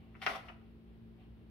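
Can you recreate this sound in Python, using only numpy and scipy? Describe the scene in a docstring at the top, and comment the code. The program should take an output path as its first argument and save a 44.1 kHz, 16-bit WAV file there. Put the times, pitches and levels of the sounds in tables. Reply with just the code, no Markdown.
"""In a small room, a sword is drawn from its scabbard a few steps away.
The blade rasps through the scabbard's tight throat, pops free with a hollow clack and a dull bump,
slides on loosely and taps the rim as it leaves. Scrapes and knocks make the hollow scabbard ring.
Sleeves rustle faintly, the walls echo briefly, and a ventilation fan and mains hum drone underneath."""
import sys
import numpy as np
from scipy import signal
from scipy.fft import rfft, irfft
from scipy.io import wavfile
from scipy.ndimage import map_coordinates

SR = 44100
rng = np.random.default_rng(int(sys.argv[2]) if len(sys.argv) > 2 else 0)


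def generate_wav(sig):
    """Save sig (samples, or channels by samples) to the path in sys.argv[1] as 16-bit PCM at SR."""
    pcm = np.round(np.clip(np.atleast_2d(sig).T, -1, 1) * 32767).astype(np.int16)
    wavfile.write(sys.argv[1], SR, pcm)


N = 66150
T = np.arange(N) / SR


def amp(db):
    """Turn decibels into a number to multiply by."""
    return 10 ** (np.asarray(db) / 20)


def unit(x):
    """Scale a sound to an average (rms) level of 1."""
    return x / np.sqrt(np.mean(x ** 2) + 1e-20)


def along(points, hz):
    """Read between the (pitch_hz, value) rows of a table, on a log pitch scale."""
    pitches, values = np.transpose(points)
    return np.interp(np.log(hz + 1), np.log(pitches + 1), values)


def wobble(turns_per_s):
    """A smooth random curve."""
    return map_coordinates(rng.standard_normal(256), [T * turns_per_s], mode="wrap")


def filtered(x, response):
    """Change the strength and timing of each pitch in x by response(hz)."""
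    size = 2 * N
    return irfft(rfft(x, size) * response(np.fft.rfftfreq(size, 1 / SR)), size)[..., :N]


def causal(gain):
    """A filter with this gain that rings after a hit, never before it (minimum phase)."""
    cepstrum = irfft(np.log(np.maximum(gain, 1e-6)))
    half = len(cepstrum) // 2
    cepstrum[1:half] *= 2
    cepstrum[half + 1:] = 0
    return np.exp(rfft(cepstrum))


def delay(hz, delay_s):
    """A filter that only makes a sound later."""
    return np.exp(-2j * np.pi * hz * delay_s)


def ears(hz, lag_s):
    """Two delays that let the right ear hear lag_s after the left."""
    return np.array([delay(hz, -lag_s / 2), delay(hz, lag_s / 2)])


def pan(left_db):
    """Two gains that make the left side left_db louder than the right."""
    return amp(np.array([[.5], [-.5]]) * left_db)


def shaped_noise(colour):
    """Noise at level 1, coloured by (pitch_hz, level_db) rows."""
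    return unit(filtered(rng.standard_normal(N), lambda hz: amp(along(colour, hz))))


def stereo_noise(likeness):
    """Hiss in two ears: likeness 1 is the same in both, 0 is unrelated."""
    angle = lambda hz: np.arccos(np.clip(along(likeness, hz), -1, 1)) / 2
    shares = lambda hz: np.array([np.cos(angle(hz)), np.sin(angle(hz))])
    mid, side = filtered(rng.standard_normal((2, N)), shares)
    return np.array([mid + side, mid - side])


def tone(hz, swing):
    """One pitch at level 1; swing bends its loudness and timing."""
    return unit(np.real((1 + swing) * np.exp(2j * np.pi * (hz * T + rng.random()))))


def drone():
    """A fan's low rush of air and wavering tones; its motor beats against the mains hum."""
    # colour of the rushing air: pitch_hz, level_db
    air_colour = [(20, -18.5), (35, -15.5), (55, 4), (88, 1), (150, -7), (280, -6.5), (430, -10),
                  (560, -17.5), (1000, -23), (1700, -27), (3000, -29), (4500, -37.5), (6800, -52),
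                  (10000, -47), (15000, -45.5)]
    # how alike the air sounds in both ears: pitch_hz, likeness
    air_likeness = [(60, 0.92), (150, 1), (300, 0.57), (700, 0.91), (1500, 0), (5000, 0), (15000, 0)]
    # how much louder the air is on the left: pitch_hz, left_db
    air_balance = [(60, 1.5), (120, -10), (200, -9), (400, 0), (1300, -1), (2400, 1), (4400, 6),
                   (8000, 3.5), (15000, 4.5)]
    # mains and fan tones: pitch_hz, level_db, left_db, unsteadiness
    hum_tones = [(113.1, -67.5, -4, 0.24), (119.8, -66.5, 1, 0.72), (172.5, -66.5, 2, 0.067),
                 (223.7, -62, 7, 0.18), (268, -76.5, 0.5, 0.54), (343.5, -72, 0.5, 0.1),
                 (407.4, -77.5, -6, 0.25), (437.6, -81.5, 6, 1)]
    air_db, mains_db, mains_hz, wavers_per_s = -60.5, -61, 59.6, 9.2
    beat_hz, beat_depth, beat_peak_s = 5.1, 0.85, 0.13
    air_filter = lambda hz: amp(along(air_colour, hz)) * pan(along(air_balance, hz))
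    air = unit(filtered(stereo_noise(air_likeness), air_filter))
    beat = beat_depth * np.exp(-2j * np.pi * beat_hz * (T - beat_peak_s))
    sound = amp(air_db) * air + amp(mains_db) * tone(mains_hz, beat)
    for pitch_hz, level_db, left_db, unsteadiness in hum_tones:
        waver = unsteadiness * (wobble(wavers_per_s) + 1j * wobble(wavers_per_s))
        sound = sound + amp(level_db) * pan(left_db) * tone(pitch_hz, waver)
    return filtered(sound, lambda hz: ears(hz, lag_s=.00027))


def scatter(x):
    """Echoes off the shelves and a short tail, new for each sound because the sword moves."""
    # time the tail takes to fade by 60 dB: pitch_hz, fade_s
    fade_times = [(200, 0.65), (800, 0.49), (2500, 0.43), (6000, 0.34), (14000, .33)]
    # how alike the echoes sound in both ears: pitch_hz, likeness
    echo_likeness = [(100, .9), (300, 0.54), (650, 0.35), (1400, .1), (15000, 0.2)]
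    early_db, early_fade_s, tail_db, rise_s = 4.5, 0.05, 0.5, 0.0036
    t = T[:SR // 2]
    noise = stereo_noise(echo_likeness)[:, :len(t)]
    hz, frame_s, bands = signal.stft(noise, SR, nperseg=256)
    fading = bands * amp(-60 * frame_s / along(fade_times, hz)[:, None])
    tail = signal.istft(fading, SR, nperseg=256)[1][:, :len(t)]
    early = noise[:, ::-1] * amp(-60 * t / early_fade_s)
    rise = 1 - np.exp(-(t / rise_s) ** 2)
    echoes = (amp(tail_db) * unit(tail * rise) + amp(early_db) * unit(early * rise)) / np.sqrt(len(t))
    return signal.fftconvolve(x[None], echoes, axes=1)[:, :N]


def room(sounds):
    """Sounds arrive directly, off the walls and scattered; high pitches lean to the left."""
    # bounces off nearby walls, floor and ceiling: delay_s, gain, right_ear_lag_s
    bounces = [(.0017, 0.63, 0.0017), (.0037, .35, -0.013), (.0052, 0.62, -.0003), (.0068, 0.46, -.0002),
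               (.0088, 0.75, -0.014), (.0101, 0.35, -.0002)]
    # how much louder the sword is on the left: pitch_hz, left_db
    sword_balance = [(200, -5), (700, 0), (1300, .7), (2400, 2), (4400, 5.5), (8000, 10), (15000, 6.5)]
    direct_db, walls_dull_above_hz = 3, 3900

    def paths(hz):
        direct = amp(direct_db) * pan(left_db=4.5) * ears(hz, lag_s=.00005)
        walls = sum(gain * delay(hz, delay_s) * ears(hz, lag_s) for delay_s, gain, lag_s in bounces)
        return direct + walls / (1 + 1j * hz / walls_dull_above_hz)

    heard = filtered(sum(sounds), paths) + sum(scatter(x) for x in sounds)
    return filtered(heard, lambda hz: pan(along(sword_balance, hz)))


def swell(peak_s, width_s):
    """A bell-shaped rise and fall in loudness."""
    return np.exp(-.5 * ((T - peak_s) / width_s) ** 2)


def rustle(gain_db=-2.5):
    """Soft swells of cloth noise as the arms move."""
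    # sleeves and grip moving: peak_s, width_s, level_db
    moves = [(-0.01, 0.1, -77), (0.64, .06, -81.5), (0.902, 0.035, -84), (1.218, 0.029, -74.5),
             (1.404, 0.049, -88)]
    # colour of rubbing cloth: pitch_hz, level_db
    cloth_colour = [(200, -17), (700, 9), (1500, -9), (2800, 2.5), (4200, -15.5), (7000, -37), (15000, -28)]
    loudness = sum(amp(level_db) * swell(peak_s, width_s) for peak_s, width_s, level_db in moves)
    return amp(gain_db) * loudness * shaped_noise(cloth_colour)


def thud(level_db=-58.5):
    """The scabbard jolts in the hand with a dull bump as the blade comes free."""
    # colour of the bump: pitch_hz, level_db
    bump_colour = [(60, -39), (130, -17), (175, -20), (260, -7), (400, -17.5), (700, -21), (2000, -80)]
    return amp(level_db) * swell(peak_s=.288, width_s=.014) * shaped_noise(bump_colour)


def scabbard(hz, ring_db):
    """The hollow scabbard as a filter: it boosts its own notes and lets the rest through."""
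    # notes the scabbard rings at: pitch_hz, level_db, width_hz
    notes = [(418, 1, 40), (669, 11, 14), (717, 7, 22), (770, 8, 26), (828, 5, 22), (974, 9, 24),
             (1216, 10, 16), (1295, 12, 22), (1346, 10, 16), (1451, 11, 24), (1900, 4, 30), (1955, 6, 22),
             (2020, 4, 22), (2080, 5, 22), (2200, 3, 40)]
    peaks = sum(amp(2 * (level_db + ring_db)) / (1 + (2 * (hz - pitch_hz) / width_hz) ** 2)
                for pitch_hz, level_db, width_hz in notes)
    return causal(np.sqrt(1 + peaks))


def scrape(gain_db=-3):
    """Many tiny slips of steel: thin while the throat grips and damps the lows, hollow once free."""
    # how loudly the blade rubs in the throat: time_s, level_db
    friction = [(.1, -88.5), (.19, -73.5), (.212, -67), (.221, -46.5), (.26, -53.5), (.29, -45),
                (.325, -51.5), (.352, -50), (.385, -63.5), (.425, -71), (.49, -64.5), (.53, -77),
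                (.6, -100)]
    # colour of the rasp: pitch_hz, level_db
    rasp_colour = [(200, -14), (700, 6), (1400, 0), (2600, -2), (4000, -8), (5600, -14.5), (7300, -30.5),
                   (8600, -24), (11000, -22.5), (15500, -31.5)]
    slips_per_s, spread_db, thin_below_hz, release_s = 3500, 6, 830, 0.29
    slipping = rng.random(N) < slips_per_s / SR
    slips = slipping * amp(spread_db * rng.standard_normal(N)) * rng.choice([-1, 1], N)
    hollow_rasp = lambda hz: causal(amp(along(rasp_colour, hz))) * scabbard(hz, ring_db=-5)
    free = unit(filtered(slips, hollow_rasp))
    gripped = filtered(free, lambda hz: hz ** 2 / (hz ** 2 + thin_below_hz ** 2))
    loudness = amp(np.interp(T, *np.transpose(friction)) + gain_db)
    return np.where(T < release_s, gripped, free) * loudness


def knock(start_s, level_db, thin_below_hz, dull_above_hz, note_hz, note_db):
    """The blade hits once: a short, grating crack with its own note, which rings the scabbard."""
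    # colour of the crack: pitch_hz, level_db
    crack_colour = [(100, -12.5), (400, -4.5), (720, -1), (1300, -2.5), (1600, -2.5), (2100, -1.5),
                    (2600, 1), (3300, -7), (4200, -15), (5400, -12), (7200, -30.5), (15000, 3)]
    gain_db, note_width_hz, grate_db, grate_fade_s = -4, 190, -12, 0.009

    def response(hz):
        edge_cut = np.sqrt((1 + (hz / dull_above_hz) ** 10) * (1 + (thin_below_hz / (hz + 1)) ** 4))
        crack = amp(along(crack_colour, hz)) / edge_cut
        note = np.sqrt(1 + amp(2 * note_db) / (1 + (2 * (hz - note_hz) / note_width_hz) ** 2) ** 2)
        return causal(crack * note) * scabbard(hz, ring_db=0) * delay(hz, start_s)

    grate = unit(rng.standard_normal(N) * amp(-60 * T / grate_fade_s)) / np.sqrt(N)
    blow = signal.unit_impulse(N) + amp(grate_db) * grate
    return amp(gain_db + level_db) * filtered(blow, response)


def scene():
    """The sword in the room, over the drone."""
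    # blade hitting scabbard: start_s, level_db, thin_below_hz, dull_above_hz, note_hz, note_db
    hits = [(0.1448, -33, 1300, 2360, 1910, -3), (.152, -23.5, 1200, 2320, 1236, 3.5),
            (.218, -14.5, 1675, 4600, 3050, 8), (.227, -14.5, 1390, 3425, 1816, 10.5),
            (0.2647, 1.5, 470, 6220, 2010, 2), (0.2714, -3.5, 650, 2500, 1380, 7),
            (.352, -18.5, 596, 1650, 1280, 4), (0.4858, -16, 1930, 3100, 2920, 9),
            (0.492, -29.5, 1710, 2950, 2523, 16.5), (.498, -18.5, 590, 1570, 1374, 0)]
    knocks = [knock(*hit) for hit in hits]
    drawing = scrape() + thud() + rustle()
    return room(knocks + [drawing]) + drone()


def record(dry):
    """Cut away the very highest pitches."""
    top_hz = 15750
    return filtered(dry, lambda hz: hz < top_hz)


dry = scene()
out = record(dry)
generate_wav(out)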